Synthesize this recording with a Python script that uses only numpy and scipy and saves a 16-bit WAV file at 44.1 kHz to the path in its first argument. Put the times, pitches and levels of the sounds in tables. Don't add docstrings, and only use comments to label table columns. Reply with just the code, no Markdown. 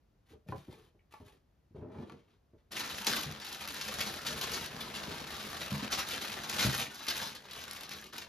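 import sys
import numpy as np
from scipy import signal
from scipy.fft import rfft, irfft, next_fast_len
from scipy.io import wavfile
from scipy.ndimage import uniform_filter1d

SR = 44100
rng = np.random.default_rng(int(sys.argv[2]) if len(sys.argv) > 2 else 0)


def dump(signal):
    limited = np.clip(np.atleast_2d(signal).T, -1, 1)
    pcm = np.round(limited * 32767).astype(np.int16)
    wavfile.write(sys.argv[1], SR, pcm)


N = 365148
T = np.arange(N) / SR


AIR_COLOUR = [(20, -12), (45, 9.5), (70, 4.5), (120, -1), (250, -8), (450, -13), (900, -20.5),
              (2000, -26.5), (5000, -32.5), (9000, -38.5), (13000, -37.5), (15500, -46)]
AIR_DB = -69.5
# (frequency [Hz], difference against sum [dB])
PORT_SPREAD = [(30, -16), (70, -17), (150, -12), (400, -3.5), (1500, -1), (1900, -10), (3000, -7),
               (6000, -4), (9000, -9), (15000, -9)]

# (time [s], length [s], scraping [dB], rumble of the panel [dB], swell from start to end [dB])
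RUBS = [(0.255, 0.072, -71.5, -83, 12.5), (0.468, 0.18, -66, -67, -1), (0.661, 0.055, -68.5, -63, -1),
        (0.712, 0.18, -69.5, -61.5, -12), (1.105, 0.13, -70, -77, -5), (1.241, 0.066, -67, -65, 4.5),
        (1.317, 0.056, -74, -66, -3), (1.747, 0.066, -73.5, -48.5, -6), (1.812, 0.11, -97, -47, -10),
        (1.907, .13, -67.5, -50.5, 10), (2.047, 0.1, -69, -52, 5), (2.16, 0.11, -75.5, -64, -11),
        (2.273, 0.081, -74.5, -71.5, -2), (2.573, 0.029, -76.5, -85, -3)]
RUB_ATTACK_S, RUB_RELEASE_T60_S = 0.012, 0.06
SCRAPE_COLOUR = [(150, -24), (550, -11), (760, 1), (910, 4), (1010, 2), (1120, 7), (1500, 0), (1850, 3),
                 (2100, 1.5), (2500, 1), (2800, 1.5), (3250, 2.5), (4200, 0), (5000, -5), (7000, -6.5),
                 (11000, -7), (15500, -14)]
BOARD_COLOUR = [(30, -46), (80, 8), (200, 0.5), (290, 0.5), (430, 2), (550, -7.5), (900, -8), (1400, -11),
                (2200, -15), (6000, -18), (15000, -5)]

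# (time [s], level [dB], low-pass of the
# contact [Hz], boom against clack [dB], # pitch of the panel that is hit [Hz])
KNOCKS = [(.305, -55.5, 404, -5, 250), (.332, -51.5, 500, -7, 400), (0.463, -54.5, 450, 6, 400),
          (0.487, -39, 420, -4, 110), (0.525, -41, 450, -9, 150), (.548, -41, 300, 6.5, 150),
          (.681, -41.5, 417, -5, 300), (.947, -63, 600, -7, 400), (1.201, -50, 603, -1, 524),
          (1.25, -56.5, 150, -9, 90), (1.707, -55, 300, -1, 220), (1.747, -43.5, 480, 5, 170),
          (1.785, -43, 350, 13, 150), (1.813, -47.5, 895, 2, 300), (1.823, -39.5, 700, 9, 250),
          (1.899, -49, 990, -3, 300), (1.945, -47, 1200, -8, 450), (1.962, -45, 1010, -1, 300),
          (1.986, -40.5, 420, 4, 140), (2.012, -49, 600, -7, 350), (2.025, -44.5, 910, -13, 400),
          (2.122, -46, 450, 11, 220), (2.533, -54.5, 497, -8, 300), (2.545, -60, 590, 0, 400),
          (3.262, -37, 191, 14, 160), (3.301, -42.5, 170, 4.5, 130), (4.743, -40, 220, 13, 150),
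          (5.079, -37, 480, 3, 200), (5.106, -39, 500, -1, 180), (5.719, -30.5, 210, 18, 190),
          (5.739, -36, 170, 14, 140), (5.826, -33.5, 380, 12, 230), (6.648, -25.5, 650, 5, 380)]
# (frequency [Hz], level [dB], fade [s])
CARTON_MODES = [(90, -10, 0.21), (147.4, 9, 0.19), (184, 6, 0.16), (208.5, 9.5, 0.17), (250.7, 4.5, 0.17),
                (310, 2, 0.12), (372, -11, .11), (450, -11, 0.053), (603, 6, 0.24)]

# (time [s], level [dB], ring of the lid against the tap [dB])
TAPS = [(.487, -48, 4), (0.524, -57, 2), (.581, -56, -12), (.727, -54, -3), (0.74, -55.5, 3),
        (1.124, -53, 0), (1.139, -45, 9), (1.282, -56, -1), (1.297, -60, 1), (1.985, -54, 7),
        (2.023, -60, 0), (2.097, -45.5, 4), (2.121, -52, -3)]
# (frequency [Hz], level [dB], fade [s])
LID_MODES = [(899, 9.5, 0.043), (1145, 2, 0.043), (1370, 0, 0.025), (1766, -4.5, 0.062), (2250, -2, .05),
             (2486, 2, 0.048), (4840, -10, .03)]

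# (time [s], level [dB], low-pass of the ring [Hz])
LANDINGS = [(.523, -31.5, 1250), (.533, -42, 1000), (.543, -42, 597)]
# (frequency [Hz], level [dB], fade [s])
TOY_BOX_MODES = [(332, -2, 0.14), (440, 1, 0.12), (548, 3, 0.13), (660, 8, 0.091), (780, 7, 0.07),
                 (980, 10, 0.058), (1150, -3, 0.033), (1290, -8, 0.037), (1420, -8, 0.04),
                 (1720, -17, 0.03), (1960, -10, 0.025), (2450, -12, 0.02)]

# (time [s], level [dB])
SLIPS = [(.993, -68.5), (1.005, -73)]
# (frequency [Hz], level [dB], fade [s])
SQUEAK_MODES = [(1940, -6, 0.022), (2180, -1, .012), (2480, -1, 0.01), (2850, -5, .012)]

# (time [s], length [s], level [dB], swell from start to end [dB],
# share of sliding rather than buckling [0-1], flapping against the level [dB])
PULLS = [(2.708, 0.11, -45.5, 3, 0.4, -5.5), (2.77, 0.25, -44, 2.5, 0.39, -7),
         (3.059, 0.18, -37, -11.5, 0.44, -7), (3.248, 0.12, -50, 0.5, 0.87, -3.5),
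         (3.439, 0.15, -46, -6.5, 0.31, -11.5), (3.581, 0.058, -45.5, 6, 0.48, -11.5),
         (3.67, 0.2, -44, 1, 0.35, -8.5), (3.867, 0.2, -41.5, 2, 0.53, -6.5),
         (4.056, 0.53, -47.5, -11.5, 0.52, -4), (4.245, 0.39, -42, 1.5, 0.52, -3),
         (4.694, 0.23, -46.5, 1, 0.7, -1.5), (4.93, 0.29, -44, 1, 0.71, -4),
         (5.257, 0.42, -43.5, 1, 0.56, -5.5), (5.696, 0.1, -42.5, -2, 0.63, -5.5),
         (5.821, 0.045, -39, -11.5, 1, -5), (5.895, 0.057, -41.5, 0, 0.4, -7),
         (5.966, 0.032, -38.5, -1.5, 0.65, -6), (6.053, 0.1, -41, 6, 0.52, -8),
         (6.2, 0.39, -43.5, -9, 0.66, -7.5), (6.479, 0.18, -36, 11, 0.68, -9.5),
         (6.713, 0.11, -40, -3, 0.1, -3.5), (6.895, 0.27, -48.5, 7, 0.22, -25),
         (7.071, 0.039, -41, -6, 0.1, -5.5), (7.144, 0.17, -45, -5, 0.19, -6),
         (7.36, 0.21, -55.5, 14, 0.45, -13), (7.552, 0.29, -49, 0.5, 0.48, -11),
         (7.884, 0.094, -50.5, 0.5, 0.18, -3.5), (7.978, 0.054, -55.5, 2, 0.03, -8),
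         (8.121, 0.12, -51, -10.5, 0.4, -4.5)]
PULL_ATTACK_S, PULL_RELEASE_T60_S = 0.016, 0.36
SETTLING_DB, SETTLING_FLAP_DB = -65.5, -60
FOLDS_PER_S, FOLD_SPREAD_DB, FOLD_T60_S = 65, 1, 0.06
CRISP_DB, USUAL_PULL_DB, CRISP_PER_DB, SLIDING_DULL_DB = 9, -52, 0.6069, 24
# (frequency [Hz], level per Hz [dB])
CREASE_COLOUR = [(60, -1), (200, -1.5), (450, 0), (800, 0.5), (1300, 2.5), (2200, 2.5), (3800, 3),
                 (5000, 0), (6300, -3.5), (7300, -4), (8600, -8), (12000, -7), (13800, -14), (15500, -27)]
# (frequency [Hz], level per Hz [dB])
FLAP_COLOUR = [(25, -28), (50, -7.5), (78, 2.5), (105, -7.5), (145, 2.5), (178, -7), (208, 6), (245, -3),
               (300, -4), (450, -5), (900, -20), (2500, -67)]

# (time [s], level [dB], time scale of the avalanche [s])
SNAPS = [(2.718, -44, 0.0071), (2.760, -34.5, 0.015), (2.795, -36, 0.011), (2.907, -43, 0.0097),
         (3.046, -36, 0.0023), (3.068, -24, 0.0055), (3.163, -32.5, 0.0081), (3.212, -34, 0.0012),
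         (3.233, -34.5, 0.0042), (3.313, -41.5, 0.0017), (3.323, -44, .003), (3.4, -43, 0.0045),
         (3.408, -44.5, 0.023), (3.448, -41, 0.0022), (3.527, -40, 0.0038), (3.547, -40.5, .003),
         (3.602, -46, 0.018), (3.676, -36, 0.002), (3.687, -39, 0.0014), (3.812, -34, 0.0053),
         (3.879, -39.5, 0.0082), (3.94, -37.5, 0.0027), (3.985, -40, 0.019), (4.006, -29.5, 0.0093),
         (4.161, -42, .004), (4.265, -32.5, 0.012), (4.412, -32.5, 0.0071), (4.435, -35.5, 0.0079),
         (4.518, -35, 0.0055), (4.535, -33.5, 0.012), (4.61, -42, 0.0026), (4.661, -37, 0.0024),
         (4.805, -38, 0.014), (4.941, -40.5, 0.027), (5.608, -40, 0.015), (5.919, -29, 0.02),
         (5.985, -33, 0.017), (6.087, -34.5, 0.0028), (6.109, -38, 0.0094), (6.214, -38, 0.0075),
         (6.317, -42, 0.012), (6.433, -41, 0.012), (6.497, -30.5, 0.0045), (6.587, -29, 0.016),
         (6.618, -27, 0.017), (6.714, -36, .003), (6.75, -38, 0.0034), (6.786, -34, 0.019),
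         (6.946, -44, .002), (7.067, -39, 0.0042), (7.084, -27.5, 0.0041), (7.099, -32, .009),
         (7.21, -36.5, 0.022), (7.351, -45.5, 0.01), (7.511, -42, 0.0049), (7.532, -43.5, 0.0061),
         (7.545, -50, .002), (7.561, -44, 0.0038), (7.592, -45, 0.0015), (7.613, -45.5, 0.0073),
         (7.639, -41, 0.0036), (7.681, -45, .0015), (7.711, -34.5, 0.0023), (7.733, -40.5, 0.001),
         (7.762, -44, 0.0088), (7.809, -41, 0.0027), (7.834, -39.5, 0.0048), (7.893, -40, 0.0027),
         (7.91, -41.5, 0.01), (7.969, -48, 0.0046), (8.066, -50, 0.0042), (8.133, -47, 0.006),
         (8.165, -45, 0.0032), (8.181, -37.5, 0.0058), (8.215, -44, 0.011)]
SNAP_TILT_DB, SNAP_USUAL_S, SNAP_TILT_DB_PER_HALVING = 10, 0.0096, 5.5

# (time [s], level [dB])
WHUMPS = [(6.657, -23), (6.673, -25.5), (6.688, -34)]
# (frequency [Hz], level [dB], fade [s])
BILLOW_MODES = [(77, 1, 0.056), (130, 3, 0.093), (193, 5, 0.058)]

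ROOM_T60_S, ROOM_DB, EARLY_T60_S, EARLY_DB = 0.19, -6.5, 0.028, -5
# (frequency [Hz], phase by which the left leads [rad], left minus right [dB])
PORTS = [(20, 0, .5), (1600, 0, .2), (3000, 1, 3), (4900, .7, 2.7), (5700, -.5, 1.3), (6600, -.9, 1.7),
         (7700, -3, 0), (8700, -3.2, 0), (10000, -4.7, 0), (11200, -6.2, 0), (13300, -6.4, 0),
         (14400, -9.2, 0)]
TOP_HZ = 15700


def undb(db):
    return 10 ** (np.asarray(db) / 20)


def unit(x):
    return x / np.sqrt(np.mean(x ** 2) + 1e-24)


def crest(x, size=130):
    return x / np.sqrt(uniform_filter1d(x ** 2, size).max() + 1e-24)


def add(track, s, x):
    i = max(int(s * SR), 0)
    track[i:i + len(x)] += x[:max(N - i, 0)]


def colour(x, points, size=4096):
    hz, db = np.transpose(points)
    f = np.maximum(np.arange(size // 2 + 1) * SR / size, 1)
    gain = undb(np.interp(np.log(f), np.log(hz), db))
    cepstrum = irfft(np.log(gain))
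    cepstrum[1:size // 2] *= 2
    cepstrum[size // 2 + 1:] = 0
    response = irfft(np.exp(rfft(cepstrum)))
    return signal.oaconvolve(x, response)[:len(x)]


def lowpass(x, hz, order=2):
    return signal.sosfilt(signal.butter(order, min(hz, SR / 2 - 1), fs=SR, output="sos"), x)


def highpass(x, hz):
    return signal.sosfilt(signal.butter(1 * 2, hz, "high", fs=SR, output="sos"), x)


def tilt(x, db, pivot_hz=3000):
    low = lowpass(x, pivot_hz, order=1)
    return low * undb(-db / 2) + (x - low) * undb(db / 2)


def fade(t, t60):
    return np.exp(-np.log(1000) * t / t60)


def clicks(n, rate, spread_db):
    chance = rng.random(n) * SR / rate
    at = np.flatnonzero(chance < 1)
    size_db = spread_db * np.minimum(-np.log(chance[at]), 3.5)
    out = np.zeros(n)
    out[at] = (-1.) ** at * undb(size_db)
    return out


def steady(x, size=3500):
    slow_power = np.maximum(uniform_filter1d(x ** 2, size), 0)
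    return x / np.sqrt(slow_power + np.mean(x ** 2) / 100)


def catches(rate, spread_db, t60):
    slips = np.abs(clicks(N, rate, spread_db))
    return unit(signal.oaconvolve(slips, fade(T[:SR // 10], t60))[:N])


def stroke(length, swell_db, attack_s, release_t60):
    t = T[:int((length + release_t60) * SR)]
    attack = np.minimum(t / attack_s, 1)
    hold = undb(swell_db * (np.minimum(t / length, 1) - .5))
    return attack * hold * fade(np.maximum(t - length, 0), release_t60)


def ringing(modes, t):
    out = 0
    for hz, db, t60 in modes:
        gain = undb(db + 2 * rng.standard_normal())
        pitch = hz * (1 + 0.02 * rng.standard_normal())
        out = out + gain * np.sin(2 * np.pi * pitch * t) * fade(t, t60)
    return crest(out)


def blow(t, t60, contact=6):
    return contact * (t == 0) + rng.standard_normal(len(t)) * fade(t, t60)


def pair(n):
    mid, side = rng.standard_normal((2, n))
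    return unit(mid + colour(side, PORT_SPREAD) * np.array([[1], [-1]]))


def ventilation():
    return undb(AIR_DB) * unit(np.array([colour(side, AIR_COLOUR) for side in pair(N)]))


def hands(scrape_db=1, rumble_db=-2.0, thin_db=9, glide=1.8, rumble_hz=600):
    scraping, rumbling = np.zeros((2, N))
    for s, length, skin_db, panel_db, swell_db in RUBS:
        rub = stroke(length, swell_db, RUB_ATTACK_S, RUB_RELEASE_T60_S)
        add(scraping, s, undb(scrape_db + skin_db) * rub)
        add(rumbling, s, undb(rumble_db + panel_db) * rub)
    scrape = unit(colour(steady(clicks(N, 1800, 1.3)), SCRAPE_COLOUR))
    panel = lowpass(colour(steady(clicks(N, 700, 0.5)), BOARD_COLOUR), rumble_hz)
    rumble = unit(tilt(panel, thin_db, pivot_hz=180))
    grip = steady(glide + catches(70, 3.5, 0.086))
    return (scrape * scraping + rumble * rumbling) * grip


def knocks(gain_db=1, board_t60=0.1, push_cycles=0.63, off_panel_db_per_octave=7, size=18000):
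    out, t = np.zeros(N), T[:size]
    for s, db, bright_hz, boom_db, panel_hz in KNOCKS:
        clack = lowpass(colour(blow(t, board_t60), BOARD_COLOUR), bright_hz)
        modes = []
        for hz, mode_db, t60 in CARTON_MODES:
            octaves_off = abs(np.log2(hz / panel_hz))
            modes.append((hz, mode_db - off_panel_db_per_octave * octaves_off, t60))
        boom = lowpass(ringing(modes, t), bright_hz)
        push = 1 - np.exp(-t * bright_hz / push_cycles)
        knock = push * (crest(clack) + undb(boom_db) * crest(boom))
        add(out, s, undb(db + gain_db) * crest(knock))
    return out


def taps(tap_t60=0.021, chatter_t60=0.01, size=8000):
    out, t = np.zeros(N), T[:size]
    for s, db, ring_db in TAPS:
        ring = signal.fftconvolve(ringing(LID_MODES, t), blow(t, chatter_t60))[:size]
        tick = colour(blow(t, tap_t60), SCRAPE_COLOUR)
        add(out, s, undb(db) * crest(crest(tick) + undb(ring_db) * crest(ring)))
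    return out


def landing(chatter_t60=0.013, crack_db=-5, crack_t60=0.031, crack_ratio=0.76, size=9000):
    out, t = np.zeros(N), T[:size]
    for s, db, bright_hz in LANDINGS:
        chattering = signal.fftconvolve(ringing(TOY_BOX_MODES, t), blow(t, chatter_t60))[:size]
        ring = lowpass(chattering, bright_hz, order=3)
        crack = lowpass(colour(blow(t, crack_t60), SCRAPE_COLOUR), crack_ratio * bright_hz, order=4)
        add(out, s, undb(db) * crest(crest(ring) + undb(crack_db) * crest(crack)))
    return out


def squeak(rise_s=.0015, size=5000):
    out, t = np.zeros(N), T[:size]
    for s, db in SLIPS:
        chirp = ringing(SQUEAK_MODES, t) * (1 - np.exp(-t / rise_s))
        add(out, s, undb(db) * crest(chirp))
    return out


def reaching_in(x, inside_s=1.6, wall_hz=5200):
    return np.where(T < inside_s, x, lowpass(x, wall_hz, order=1))


def pulling():
    disturbed = T > PULLS[0][0]
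    power = disturbed * undb(SETTLING_DB) ** 2
    flap_power = disturbed * undb(SETTLING_FLAP_DB) ** 2
    slide_power = np.zeros(N)
    for s, length, db, swell_db, share, flap_db in PULLS:
        pull = undb(db) * stroke(length, swell_db, PULL_ATTACK_S, PULL_RELEASE_T60_S)
        add(power, s, pull ** 2)
        add(slide_power, s, np.clip(share, 0, 1) * pull ** 2)
        add(flap_power, s, (undb(flap_db) * pull) ** 2)
    return np.sqrt(power), slide_power / (power + 1e-18), np.sqrt(flap_power)


def rustle(x, level, sliding):
    force_db = 20 * np.log10(np.maximum(level, undb(SETTLING_DB))) - USUAL_PULL_DB
    crisp_db = CRISP_DB + CRISP_PER_DB * force_db - SLIDING_DULL_DB * sliding
    return tilt(unit(colour(x, CREASE_COLOUR)), crisp_db) * level


def facet(hz, ring_db=-2, cycles=5, tick_db=-4, flutter_t60=0.0063, size=512):
    t = T[:size]
    tick = 1. * (t == 0)
    flutter = rng.standard_normal(size) * fade(t, flutter_t60)
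    ring = np.sin(2 * np.pi * hz * t) * fade(t, cycles / hz)
    return unit(undb(tick_db) * unit(tick) + unit(flutter) + undb(ring_db) * unit(ring))


def bending(x, shift_db=3.0, shift_hz=22, count=7):
    spectrum, out = rfft(x), 0
    pitch = np.log(np.maximum(np.arange(len(spectrum)) * SR / N, 1))
    centres = np.log(np.geomspace(600, 11000, count))
    for band in np.eye(count):
        drift = unit(lowpass(rng.standard_normal(N), shift_hz))
        part = irfft(spectrum * np.interp(pitch, centres, band), N)
        out = out + undb(shift_db * drift) * part
    return out


def crinkle(folds, rate=70, spread_db=0.66, creep=1.0, count=16):
    pops = np.zeros(N)
    for hz in np.geomspace(700, 7000, count):
        pops += signal.oaconvolve(clicks(N, rate, spread_db), facet(hz))[:N]
    return steady(bending(pops) * (creep + folds), size=2600)


def paper(level, sliding, flapping, folds, crinkle_db=1, flap_db=-2, tick_db=-10.5, tick_tilt_db=15,
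          tick_t60=0.015):
    buckling = np.sqrt(1 - sliding)
    creases = undb(crinkle_db) * rustle(crinkle(folds), level, sliding)
    edges = signal.oaconvolve(clicks(N, 60, 3.6), blow(T[:400], tick_t60))[:N]
    edges = steady(tilt(edges, tick_tilt_db, pivot_hz=5000), size=9000)
    ticks = undb(tick_db) * buckling * rustle(edges, level, sliding)
    flap = unit(colour(steady(clicks(N, 300, 0.78)), FLAP_COLOUR))
    return (creases + ticks) * buckling + undb(flap_db) * flap * flapping


def sheet_hiss(level, sliding, folds, hiss_db=-1, glide=1.0, fold_share=0.23):
    grip = steady(glide + catches(330, 1.5, 0.014) + fold_share * folds)
    drag = undb(hiss_db) * grip * np.sqrt(sliding)
    return drag * np.array([rustle(side, level, sliding) for side in pair(N)])


def snaps(gain_db=1.5, build_up=0.37, lead_db=-8, lead_tilt_db=9, size=8000, count=4):
    out, t = np.zeros(N), T[:size]
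    for s, db, length in SNAPS:
        length = max(length, .001)
        tilt_db = SNAP_TILT_DB + SNAP_TILT_DB_PER_HALVING * np.log2(SNAP_USUAL_S / length)
        age = t / length
        run = np.exp(-age) * (1 - np.exp(-age / build_up))
        pops = np.zeros(size)
        for _ in range(count):
            popping = clicks(size, 700, 2.14) * run
            pops += signal.fftconvolve(popping, facet(rng.uniform(620, 9700)))[:size]
        crack = tilt(rng.standard_normal(size) * fade(t, 0.0077), lead_tilt_db, pivot_hz=6000)
        snap = crest(pops) + undb(lead_db + tilt_db) * crest(crack)
        snap = tilt(colour(snap, CREASE_COLOUR), tilt_db)
        add(out, s, undb(db + gain_db) * crest(snap))
    return out


def whump(rise_s=0.0032, size=8000):
    out, t = np.zeros(N), T[:size]
    for s, db in WHUMPS:
        flap = ringing(BILLOW_MODES, t) * (1 - np.exp(-t / rise_s))
        add(out, s, undb(db) * crest(flap))
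    return out


def echoes(dull_hz=7000, bass_hz=240, size=16000):
    t = T[:size]
    early = pair(size) * fade(t, EARLY_T60_S) * (t > .0015)
    tail = lowpass(pair(size) * fade(t, ROOM_T60_S) * (t > .009), dull_hz, order=1)
    response = (undb(EARLY_DB) * unit(early) + undb(ROOM_DB) * unit(tail)) / np.sqrt(size)
    response = signal.sosfilt(signal.butter(1, bass_hz, "high", fs=SR, output="sos"), response)
    response[:, 0] += 1
    return response / np.sqrt(np.sum(response ** 2) / 2)


def stockroom(x, size=5000):
    out, window = np.zeros((2, N)), np.hanning(2 * size)
    for i in range(0, N, size):
        piece = x[i:i + 2 * size]
        piece = piece * window[:len(piece)]
        heard = signal.fftconvolve(piece[None], echoes(), axes=1)
        for channel, sound in zip(out, heard):
            add(channel, (i + .5) / SR, sound)
    return out


def scene():
    air = ventilation()
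    cardboard = reaching_in(hands() + taps()) + knocks() + landing() + squeak()
    level, sliding, flapping = pulling()
    folds = catches(FOLDS_PER_S, FOLD_SPREAD_DB, FOLD_T60_S)
    packing = paper(level, sliding, flapping, folds) + snaps() + whump()
    return stockroom(cardboard + packing) + sheet_hiss(level, sliding, folds) + air


def record(dry, low_cut_hz=44):
    size = next_fast_len(N + 4096)
    f = np.arange(size // 2 + 1) * SR / size
    hz, lead, balance_db = np.transpose(PORTS)
    half = np.array([[1], [-1]]) / 2
    gain = undb(half * np.interp(f, hz, balance_db))
    phase = np.exp(1j * half * np.interp(f, hz, lead))
    heard = irfft(rfft(dry, size) * gain * phase, size)[:, :N]
    heard = highpass(heard, low_cut_hz)
    return signal.sosfilt(signal.ellip(10, .2, 80, TOP_HZ, fs=SR, output="sos"), heard)


dry = scene()
out = record(dry)
dump(out)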